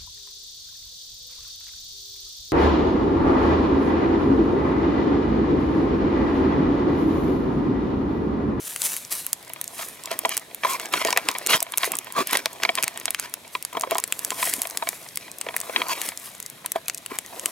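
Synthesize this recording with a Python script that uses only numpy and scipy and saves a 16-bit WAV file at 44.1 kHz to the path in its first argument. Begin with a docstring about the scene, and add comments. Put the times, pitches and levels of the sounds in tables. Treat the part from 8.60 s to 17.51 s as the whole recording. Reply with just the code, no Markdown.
"""A small stick fire on a forest floor, close to the two microphone ports of a hand-held camera.
Resin pockets burst and twigs crack: sharp noise bursts through resonances, with a short forest echo.
A sleeve swishes nearby as sticks are laid on: bright friction noise shaped by the swings of the arm.
The camera is lifted and turned: fingers rub, knock and squeak on its shell, heard through its resonances.
Under it lie the flutter of the flames and the hiss of the open air, both noise, and a far bird's sine peeps."""
import sys
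import numpy as np
from scipy import signal
from scipy.fft import rfft, irfft, next_fast_len
from scipy.io import wavfile
from scipy.ndimage import uniform_filter1d, map_coordinates

SR = 44100
rng = np.random.default_rng(int(sys.argv[2]) if len(sys.argv) > 2 else 0)


def transcribe(u):
    """Save the signal u as a 16-bit wav file named by the first command-line argument.

    u: samples, shape (n,) or (channels, n), limited to [-1, 1]; the rate is SR.
    q: integer samples, one column per channel.
    """
    v = np.clip(np.atleast_2d(u).T, -1, 1)
    q = np.round(v * 32767).astype(np.int16)
    wavfile.write(sys.argv[1], SR, q)


N = 392922

# open air hiss, spectrum: f/Hz, relative level/dB
AIR_SPECTRUM = [(15, -50), (25, -10), (131, 10), (588, 15), (903, 6.5), (1280, 3.5), (2180, 10.5),
                (2930, 7), (3930, 11.5), (4620, 4), (10300, 4.5), (12100, 0), (15000, -2.5)]
# likeness of the left and right ports for spread sounds: f/Hz, likeness/1
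PORT_LIKENESS = [(30, 0.9), (150, 1), (1000, 0.87), (4000, 1), (8000, 0.78), (15000, 1)]

# the hand shifting its hold on the camera: t/s, rub level/dB
GRIP_SHIFTS = [(0, -59.5), (1.4, -49.5), (1.68, -41.5), (1.92, -54), (2.45, -40.5), (2.8, -40), (3.08, -48),
               (3.95, -45), (4.3, -43.5), (4.88, -55), (5.8, -42.5), (6.15, -47), (6.78, -53.5),
               (7.25, -36.5), (7.58, -51), (8.42, -58), (8.7, -51.5), (8.91, -50)]
# separate slides of the hand over the shell: start t/s, length/s, low rub level/dB, scrape level/dB
HAND_SLIDES = [(0.214, 0.13, -59, -52), (1.174, 0.059, -48, -39.5), (1.51, 0.027, -37, -33.5),
               (1.703, 0.045, -56, -30.5), (2.038, 0.12, -41, -32), (2.202, 0.063, -39, -37),
               (2.328, 0.094, -48, -28), (2.452, 0.054, -28.5, -32.5), (2.686, 0.024, -30.5, -39),
               (2.899, .068, -29.5, -18.5), (3.199, 0.084, -53, -33.5), (3.306, 0.045, -35.5, -44),
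               (3.477, 0.013, -42, -48), (3.567, 0.054, -27, -30), (3.674, 0.12, -45, -32),
               (3.73, 0.023, -31, -22), (4.028, 0.025, -34, -37), (4.162, 0.043, -44, -37),
               (4.592, 0.065, -60, -36.5), (5.308, 0.025, -35, -36), (5.773, .16, -49, -37),
               (6.61, .07, -63, -44.5), (7.155, 0.071, -33.5, -38.5), (7.295, 0.038, -46, -26.5),
               (7.351, 0.15, -53, -39.5), (8.505, 0.062, -40, -43.5), (8.73, 0.17, -42.5, -58)]
# resonances of the camera shell: f/Hz, width/Hz, level/dB
SHELL_MODES = [(262, 38, -15.5), (452, 300, -1.5), (659.6, 37, 1.5), (996, 123, 1.5), (1186, 50, -12.5),
               (1910, 610, -4), (2264, 64, -3.5), (3200, 170, -5), (3850, 78, -6.5)]
# low rub of skin, spectrum ahead of the shell: f/Hz, relative level/dB
SKIN_SPECTRUM = [(30, -35), (100, -15), (250, 0), (480, -1), (700, 2.5), (1100, -1), (1500, -4),
                 (2500, -17)]
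# gritty scrape of skin, spectrum ahead of the shell: f/Hz, relative level/dB
SCRAPE_SPECTRUM = [(600, -7), (1050, 2), (1500, 6), (2400, 5.5), (3500, 1), (5500, 2), (7000, -3.5),
                   (12000, -26)]
# shell vibration reaches the left port first: f/Hz, lead over the right/rad
LEFT_PORT_LEAD = [(100, 0.086), (700, 0.91), (1700, 1.2), (2500, 0.55), (5000, 1.72), (8000, 1.2)]

# swings of the sleeve: peak t/s, rise time constant/s, fall time constant/s, level/dB
SLEEVE_SWINGS = [(.09, 0.1, 0.086, -32.5), (0.251, 0.036, 0.065, -22.5), (.33, 0.034, 0.053, -28.5),
                 (.52, 0.0092, 0.074, -24.5), (1.219, 0.072, 0.08, -33.5), (2.11, 0.035, 0.027, -27.5),
                 (3.255, 0.024, 0.019, -26), (4.94, 0.011, 0.022, -38.5), (5.56, 0.09, 0.25, -43.5),
                 (5.86, 0.095, 0.097, -26), (6.3, 0.16, 0.17, -39.5), (7.1, 0.21, 0.36, -43.5),
                 (7.461, .045, 0.029, -29), (7.65, 0.056, 0.056, -38), (8.88, 0.18, .1, -39.5)]
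# cloth brushing on cloth, spectrum: f/Hz, relative level/dB
CLOTH_SPECTRUM = [(40, -30), (150, -17.5), (1000, -9.5), (3500, -8), (5000, -7.5), (7500, -2.5),
                  (10500, -0.5), (12500, -2), (15500, -11)]

# loudest bursts in the wood: t/s, crack level/dB over 5 ms, crack centre f/Hz, twig ring level/dB over 5 ms
# (both levels ahead of a fixed trim)
WOOD_BURSTS = [(0.1615, -26.5, 9300, -25.5), (0.2189, -20.5, 9200, -45), (.366, -25.5, 10800, -30.5),
               (0.6657, -23, 11100, -32), (.7308, -16, 10700, -31), (0.935, -29.5, 10900, -37.5),
               (1.014, -24, 11900, -48), (1.5906, -20, 11700, -48), (1.693, -23, 11100, -30),
               (1.7686, -21.5, 10100, -28), (1.7769, -20.5, 9400, -28), (1.947, -27.5, 12200, -41),
               (2.1978, -32, 7500, -26), (2.2573, -33, 7500, -33), (2.3374, -27, 7070, -17.5),
               (2.4494, -22, 7360, -19), (2.473, -26.5, 6000, -23), (2.5057, -25, 7200, -23),
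               (2.5276, -22, 6050, -26), (2.5738, -18, 8800, -9.5), (2.6872, -23.5, 9750, -10.5),
               (2.785, -26, 10200, -40), (2.8637, -21.5, 7800, -26), (2.8712, -19.5, 7640, -35),
               (3.0042, -24, 7000, -45), (3.0275, -18.5, 9600, -34), (3.1747, -17.5, 12000, -23.5),
               (3.1818, -17.5, 9500, -34), (3.2437, -33, 7400, -18), (3.319, -22, 10500, -28),
               (3.354, -25.5, 8060, -44), (3.369, -29, 11500, -45), (3.3877, -22.5, 9800, -31),
               (3.672, -24, 11000, -40), (3.7314, -20, 11200, -17), (3.7717, -19, 9500, -19),
               (3.858, -21, 5050, -19.5), (4.0345, -22, 5700, -13), (4.1534, -23, 8660, -29),
               (4.227, -19.5, 9800, -28), (4.2349, -23, 7500, -18.5), (4.241, -20, 9300, -21.5),
               (4.2797, -23, 7800, -20), (4.375, -30, 8700, -29.5), (4.456, -20.5, 7760, -28),
               (4.5059, -21, 10000, -31), (4.5467, -26.5, 7200, -18), (4.5979, -22, 8300, -44),
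               (4.7397, -24.5, 10400, -31), (5.0258, -29, 11000, -37), (5.05, -25, 8600, -30.5),
               (5.1968, -32, 10500, -47), (5.2104, -24.5, 7550, -33), (5.31, -26, 11400, -21),
               (5.383, -20, 7900, -31), (5.4393, -20.5, 8600, -24), (5.5242, -20, 8500, -16.5),
               (5.5923, -26, 9000, -49), (5.6485, -20, 9900, -40), (5.7052, -24, 7400, -23),
               (5.9377, -19, 8950, -23.5), (6.0184, -18.5, 10100, -30), (6.1733, -21, 7940, -37),
               (6.2895, -20, 9000, -23.5), (6.573, -23.5, 10200, -24.5), (6.813, -25, 8000, -25.5),
               (6.9652, -20, 11600, -19.5), (7.0027, -27, 9900, -46), (7.014, -28.5, 7500, -40),
               (7.4162, -24, 8100, -25), (7.489, -25, 8560, -25.5), (7.8016, -30.5, 9800, -58),
               (8.061, -23, 10200, -25.5), (8.119, -21.5, 10300, -41), (8.2828, -22.5, 7900, -31),
               (8.298, -25.5, 7240, -23.5), (8.4621, -30.5, 9900, -31), (8.5874, -22, 9600, -29.5),
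               (8.796, -29, 8200, -35), (8.8584, -18, 8400, -20.5)]
# bearing of fire and sleeve: t/s, left minus right level/dB
FIRE_BEARING = [(0, 1.5), (1.5, -1), (5.5, 1.3), (8.9, 3)]
# echo off ground and trunks: f/Hz, time to fall by 60 dB/s
FOREST_DECAY = [(200, 0.1), (2000, 0.053), (8000, 0.074), (15000, 0.023)]

# fingers bumping the camera: t/s, thud level/dB over 5 ms ahead of a fixed trim, thud centre f/Hz,
# hard click relative to the thud/dB
FINGER_KNOCKS = [(1.192, -33.5, 700, 0), (1.473, -35.5, 800, -3), (1.514, -25.5, 700, -11),
                 (1.65, -15.5, 870, -2.5), (2.035, -28.5, 990, 4.5), (2.048, -13, 930, -29),
                 (2.338, -17.5, 1120, -3), (2.414, -22.5, 980, -19), (2.451, -17.5, 610, -29),
                 (2.484, -21, 960, -9), (2.528, -22, 990, -1), (2.563, -25.5, 730, 3),
                 (2.576, -20, 990, -2), (2.91, -22, 1190, -10), (2.933, -27, 1010, 14),
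                 (2.945, -30, 170, -10), (3.02, -28.5, 885, -21), (3.137, -35, 890, 8.5),
                 (3.232, -23.5, 1080, 5.5), (3.274, -28, 374, -19), (3.336, -28.5, 1040, -2.5),
                 (3.58, -22, 1100, -26), (3.858, -25.5, 690, 1.5), (4.05, -26, 800, 11),
                 (4.091, -20, 735, 5), (4.175, -26, 990, 1), (4.184, -25, 980, 4), (4.235, -36, 150, -18),
                 (4.413, -40.5, 900, 4), (4.48, -35, 800, 11.5), (4.951, -23.5, 1110, 1),
                 (5.128, -34.5, 950, -4), (5.15, -27, 980, -10), (5.17, -20.5, 870, -13),
                 (5.235, -19.5, 900, -12.5), (5.273, -33, 550, -18), (5.317, -17, 680, -14),
                 (5.354, -19.5, 970, -13), (5.385, -25, 980, -26), (5.718, -25, 980, -12),
                 (5.827, -21.5, 1050, -0.5), (5.872, -28.5, 580, 0), (5.982, -34.5, 238, -22),
                 (6.224, -21, 850, -10), (6.272, -28.5, 736, 2.5), (6.865, -27.5, 553, -8),
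                 (6.887, -29.5, 670, 2.5), (7.096, -28, 586, -14), (7.161, -27.5, 875, 13.5),
                 (7.218, -32, 970, 13.5), (8.045, -32.5, 920, -16), (8.158, -17, 770, -20),
                 (8.517, -31, 287, -8)]
# a fingertip catches and squeaks on the shell: start t/s, end t/s, mean pitch f/Hz, peak level/dB before wavering
FINGER_SQUEAKS = [(2.074, 2.164, 1044, -25), (3.551, 3.63, 1140, -22), (7.279, 7.333, 1010, -26.5)]
# faint peeps of a far bird: t/s, peak level/dB
BIRD_PEEPS = [(6.7, -44), (6.745, -52), (6.787, -59), (8.265, -40), (8.345, -45)]

GRIP_SCRAPE_DB = -1.5  # scrape against rub while the hold shifts
SLIDE_ATTACK_S, SLIDE_RELEASE_S = 0.0074, 0.0096  # time constants
BRUSH_S = 0.0051  # a finger brushes the shell just before a bump: rise time constant of that rub
SKID_DB, SKID_S = -14.5, 0.019  # and skids on after it: rub level against the bump, decay time constant
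SKID_SCRAPE_DB = -25.5  # a hard landing scrapes as well: level against its click
JUDDER_PER_S, JUDDER_DB = 130, -14.5  # separate catches of the skin: rate, level against the scrape
CUFF_DB = -8.5  # the cuff brushes along with every scrape: level against the scrape
SLEEVE_REST_DB = -55  # cloth creeping while the arm is still
TWIG_HZ = 2420  # central pitch of a twig listed with ring and crack equally loud
TWIG_DB_PER_OCTAVE = 96  # a thicker twig rings louder and lower
TWIG_SCATTER_OCTAVES = 0.19
ECHO_DB = -20  # forest echo against the fire
TAPS_PER_S, TAP_DB, TAP_SCATTER_DB = 5.2, 7, 8.5  # light random taps: rate, level over the rub, spread either way
TAP_HZ, TAP_CLICK_DB = 830, 0.5  # their thud centre and relative click
TOP_HZ = 15900  # the camera's band limit
SIDES = np.array([[.5], [-.5]])  # left and right halves of a difference between the ports


def amp(db):
    """Decibels to gain."""
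    return 10 ** (np.asarray(db) / 20)


def unit(x):
    """Scale to rms 1."""
    return x / np.sqrt(np.mean(x ** 2) + 1e-20)


def burst(x):
    """Scale a short sound to the energy of 5 ms at rms 1."""
    return x * np.sqrt(SR * .005 / (np.sum(x ** 2) + 1e-20))


def along(points, hz):
    """Read (f/Hz, value) points on a log frequency axis."""
    f, v = np.transpose(points)
    return np.interp(np.log(hz + 1), np.log(f + 1), v)


def curves(rows):
    """One value per sample for each column after the time."""
    s, *cols = np.transpose(rows)
    return [np.interp(np.arange(N) / SR, s, c) for c in cols]


def wobble(rate):
    """A smooth random curve, rate knots a second."""
    knots = rng.standard_normal(int(N * rate / SR) + 4)
    return map_coordinates(knots, [np.arange(N) * rate / SR])


def stroke(start, length, attack, release):
    """Envelope that swells up to start, holds for its length and dies away."""
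    t = np.arange(N) / SR - start
    return np.exp(np.minimum(t, 0) / attack - np.maximum(t - length, 0) / release)


def together(envelopes):
    """Unrelated contacts add in power."""
    return np.sqrt(sum(e ** 2 for e in envelopes))


def filtered(x, response):
    """x times a complex response of frequency."""
    n = x.shape[-1]
    m = next_fast_len(n + 2048)  # spare room for ringing
    return irfft(rfft(x, m) * response(np.fft.rfftfreq(m, 1 / SR)), m)[..., :n]


def resonance(f, hz, width):
    """Causal response of one damped mode."""
    return 1j * f * width / (hz * hz - f * f + 1j * f * width)


def stereo(pair, colour):
    """Colour two unrelated signals and blend them into left and right as alike as the table says, rms 1."""
    def mid_side(f):
        turn = np.arccos(np.clip(along(PORT_LIKENESS, f), -1, 1)) / 2
        return colour(f) * np.array([np.cos(turn), np.sin(turn)])

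    mid, side = filtered(pair, mid_side)
    return unit(np.array([mid + side, mid - side]))


def add(out, s, sound, lag, pan_db):
    """Place a short sound at time s; lag (samples) and level differ between the two ports."""
    pair = amp(SIDES * pan_db) * filtered(sound, lambda f: np.exp(-2j * np.pi * f * SIDES * lag / SR))
    start = max(round(s * SR), 0)
    out[:, start:start + len(sound)] += pair[:, :N - start]


def friction(rate, spread_db, smooth, patchy_db):
    """Tiny slips of uneven size over smooth sliding noise; the colour shifts as the contact moves."""
    sizes = amp(spread_db * np.clip(rng.standard_normal(N), -2, 2))
    slips = (rng.random(N) < rate / SR) * sizes
    grit = unit(slips * rng.choice([-1, 1], (2, N))) + smooth * rng.standard_normal((2, N))
    z = signal.stft(grit, nperseg=512)[2]
    patches = uniform_filter1d(rng.standard_normal(z.shape[1:]), size=3, axis=0)  # over frequency
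    patches = uniform_filter1d(patches, size=12, axis=1)  # over time
    return signal.istft(z * amp(patchy_db * unit(patches)), nperseg=512)[1][:, :N]


def shell(f, grip_db=0):
    """The camera shell carries touches to the microphones; the grip changes the strength of each mode."""
    grips = grip_db * rng.standard_normal(len(SHELL_MODES))
    return sum(amp(db + grip) * resonance(f, hz, width) for (hz, width, db), grip in zip(SHELL_MODES, grips))


def air():
    """The steady hiss of the open air, partly diffuse, and the low, unsteady flutter of the flames."""
    hiss = stereo(rng.standard_normal((2, N)), lambda f: amp(along(AIR_SPECTRUM, f)))
    diffuse_colour = lambda f: amp(along(AIR_SPECTRUM, f)) * resonance(f, 1600, 5500)
    diffuse = unit(filtered(rng.standard_normal((2, N)), diffuse_colour))  # unrelated left and right
    flames = stereo(rng.standard_normal((2, N)), lambda f: resonance(f, 156, 250) ** 2)
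    flames_db = -59.0 + 0.77 * wobble(32)
    return amp(-54.5) * hiss + amp(-52.5) * diffuse + amp(flames_db) * flames


def pressure():
    """Strength of rub and scrape: the shifting hold, the slides, and the skid around each listed bump."""
    grip_db, = curves(GRIP_SHIFTS)
    rubs, scrapes = [amp(grip_db)], [amp(grip_db + GRIP_SCRAPE_DB)]
    for start, length, rub_db, scrape_db in HAND_SLIDES:
        slide = stroke(start, length, SLIDE_ATTACK_S, SLIDE_RELEASE_S)
        rubs.append(amp(rub_db) * slide)
        scrapes.append(amp(scrape_db) * slide)
    thuds, clicks = np.zeros((2, N))
    for s, db, _, click_db in FINGER_KNOCKS:
        thuds[round(s * SR)] = amp(db + SKID_DB)
        clicks[round(s * SR)] = amp(db + click_db + SKID_SCRAPE_DB)
    t = np.arange(-(SR // 5), SR // 5 + 1) / SR
    skid = np.exp(np.minimum(t, 0) / BRUSH_S - np.maximum(t, 0) / SKID_S)
    rubs.append(signal.fftconvolve(thuds, skid, mode="same"))
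    scrapes.append(signal.fftconvolve(clicks, skid, mode="same"))
    return together(rubs), together(scrapes)


def hand(rub_gain, scrape_gain):
    """Skin slips on the shell: a low rub, a gritty scrape and separate catches, all through its resonances."""
    stiff = lambda f: f ** 2 / (f ** 2 + 130 ** 2)  # the small, stiff shell passes little bass
    rub_colour = lambda f: amp(along(SKIN_SPECTRUM, f)) * (abs(shell(f)) + 0.74) * stiff(f)
    scrape_colour = lambda f: amp(along(SCRAPE_SPECTRUM, f)) * (abs(shell(f)) + 0.45) * stiff(f)
    judder_colour = lambda f: amp(along(SCRAPE_SPECTRUM, f)) * (shell(f) + 0.14)
    rub = stereo(friction(rate=500, spread_db=2.5, smooth=0.54, patchy_db=4.0), rub_colour)
    scrape = stereo(friction(rate=1000, spread_db=3, smooth=0.45, patchy_db=4.5), scrape_colour)
    catches = friction(rate=JUDDER_PER_S, spread_db=6.0, smooth=0.044, patchy_db=4.0)
    judder = stereo(catches, judder_colour)
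    catch_db = 2.2 * wobble(120)  # the skin catches and lets go
    return amp(catch_db) * (rub_gain * rub + scrape_gain * (scrape + amp(JUDDER_DB) * judder))


def sleeve(scrape_gain):
    """Stiff cloth brushes thread over thread in a fine, bright hiss, as the arm swings or the hand slides."""
    swings = [amp(db) * stroke(s, 0, rise, fall) for s, rise, fall, db in SLEEVE_SWINGS]
    motion = together(swings + [amp(CUFF_DB) * scrape_gain, amp(SLEEVE_REST_DB)])
    brushing = friction(rate=4000, spread_db=5.5, smooth=0.43, patchy_db=2.1)
    threads = stereo(brushing, lambda f: amp(along(CLOTH_SPECTRUM, f)))
    folds_db = 1.5 * wobble(100)
    return motion * amp(folds_db) * threads


def fracture(t, life, echo_s, tail_db, tail_life):
    """A sharp break, its bounce off nearby sticks, and a splintering that dies in a few ms."""
    decay = np.exp(-t / life) + amp(tail_db) * np.exp(-t / tail_life)
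    splinters = rng.standard_normal(len(t)) * decay
    splinters[0] += 3.6
    splinters[int(echo_s * SR)] -= 2.4
    return splinters


def snaps():
    """Each burst gives a bright crack and briefly rings the twig it breaks from."""
    out, t = np.zeros((2, N)), np.arange(SR // 20) / SR
    for s, crack_db, crack_hz, ring_db in WOOD_BURSTS:
        length, bounce, lag, place, thin = np.clip(rng.standard_normal(size=5), -2, 2)
        octaves = (crack_db - ring_db) / TWIG_DB_PER_OCTAVE + TWIG_SCATTER_OCTAVES * thin
        ring_hz = TWIG_HZ * 2 ** octaves
        pan_db = 1.5 * place
        echo_s = .00065 * np.exp(.3 * bounce)
        blow = fracture(t, life=0.00025 * np.exp(0.2 * length), echo_s=echo_s, tail_db=0.0, tail_life=0.0015)
        puff = lambda f: 0.18 * resonance(f, 1050, 3300)  # the escaping gas gives the crack some body
        crack = filtered(blow, lambda f: resonance(f, crack_hz, 0.38 * crack_hz) - puff(f))
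        twig = lambda f: resonance(f, ring_hz, .5 * ring_hz) * resonance(f, ring_hz, 5.4 * ring_hz)
        ring = filtered(fracture(t, life=0.0011, echo_s=echo_s, tail_db=-24.5, tail_life=0.014), twig)
        add(out, s, amp(crack_db + 1.8) * burst(crack), -.2 + 0.26 * lag, pan_db)
        # the twig sounds along its whole length, so its lag scatters more
        add(out, s, amp(ring_db - 2.9) * burst(ring), -1 + lag, pan_db)
    return out


def embers():
    """Faint, bright ticks at random moments from all over the glowing pile."""
    t = np.arange(SR // 50) / SR
    out = np.zeros((2, N))
    for when, size, pitch, lag in rng.random((110, 4)):
        blow = fracture(t, life=0.00077, echo_s=0.0013, tail_db=-19, tail_life=.003)
        hz = 6000 * 2 ** pitch
        tick = burst(filtered(blow, lambda f: resonance(f, hz, .5 * hz)))
        tick_db = -45.5 + 20.7 * size ** 2  # few are loud
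        add(out, when * N / SR, amp(tick_db) * tick, lag - .7, 0)
    return out


def forest(x):
    """Ground and trunks scatter a short, thin echo: decaying noise, 90 samples late."""
    hz, t, z = signal.stft(rng.standard_normal((2, SR // 4)), SR, nperseg=256)
    decay = amp(-60 * t / along(FOREST_DECAY, hz)[:, None])
    tail = signal.istft(z * decay, SR, nperseg=256)[1]
    late = np.pad(x, ((0, 0), (90, 0)))
    return signal.fftconvolve(late, tail / np.linalg.norm(tail[0]), axes=1)[:, :N]


def taps():
    """Light bumps at random moments, as strong as the hold is restless."""
    draws = rng.random((round(TAPS_PER_S * N / SR), 2))
    times = draws[:, 0] * N / SR
    levels = np.interp(times, *np.transpose(GRIP_SHIFTS)) + TAP_DB + TAP_SCATTER_DB * (2 * draws[:, 1] - 1)
    return [(s, db, TAP_HZ, TAP_CLICK_DB) for s, db in zip(times, levels)]


def knocks():
    """A fingertip lands with a short scuff: a thud in the shell's low modes, and a click if it lands hard."""
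    out, t = np.zeros((2, N)), np.arange(SR // 12) / SR
    for s, db, thud_hz, click_db in FINGER_KNOCKS + taps():
        push = rng.standard_normal(len(t)) * (1 - np.exp(-t / 0.00016)) * np.exp(-t / 0.0046)
        pad = lambda f: resonance(f, thud_hz, 0.31 * thud_hz)  # a softer, broader contact sounds lower
        thud = filtered(push, lambda f: (shell(f, grip_db=3.5) + 0.32 * resonance(f, 130, 260)) * pad(f))
        strike = rng.standard_normal(len(t)) * np.exp(-t / 0.0028)
        click = filtered(strike, lambda f: (shell(f) + 0.093) * resonance(f, 2350, 3200) ** 2)
        knock = amp(db + 1.24) * (burst(thud) + amp(click_db) * burst(click))
        add(out, s, knock, rng.normal(), 2 * rng.normal())
    return out


def squeaks():
    """Stick-slip of a fingertip sings as one sine tone that wavers in pitch and level."""
    t, out = np.arange(N) / SR, np.zeros(N)
    for start, end, hz, db in FINGER_SQUEAKS:
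        progress = np.clip((t - start) / (end - start), 0, 1)
        press = np.sqrt(np.abs(np.sin(np.pi * progress)))
        phase = 2 * np.pi * np.cumsum(hz * (1 + 0.0559 * wobble(290))) / SR
        out += amp(db + 1.86 * wobble(130)) * press * np.sin(phase)
    return out


def bird():
    """Short, pure peeps from far off in the trees."""
    t = np.arange(N) / SR
    peeps = sum(amp(db) * np.exp(-((t - s) / 0.0048) ** 2) for s, db in BIRD_PEEPS)
    return peeps * np.sin(2 * np.pi * 2510 * t)


def scene():
    """Fire and sleeve shift bearing as the camera turns, ending left; the handling comes through the shell."""
    fire = snaps() + embers()
    rub_gain, scrape_gain = pressure()
    pan_db, = curves(FIRE_BEARING)
    outside = (fire + amp(ECHO_DB) * forest(fire) + sleeve(scrape_gain)) * amp(SIDES * pan_db)
    touches = knocks() + hand(rub_gain, scrape_gain) + squeaks()
    handling = filtered(touches, lambda f: np.exp(1j * SIDES * along(LEFT_PORT_LEAD, f)))
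    return outside + handling + bird() + air()


def record(dry):
    """The camera rounds off the highest peaks and cuts steeply above its band limit."""
    rounded = dry / (1 + np.abs(dry / .95) ** 4) ** (1 / 4)
    return filtered(rounded, lambda f: 1 / (1 + (f / TOP_HZ) ** 120))


dry = scene()
out = record(dry)
transcribe(out)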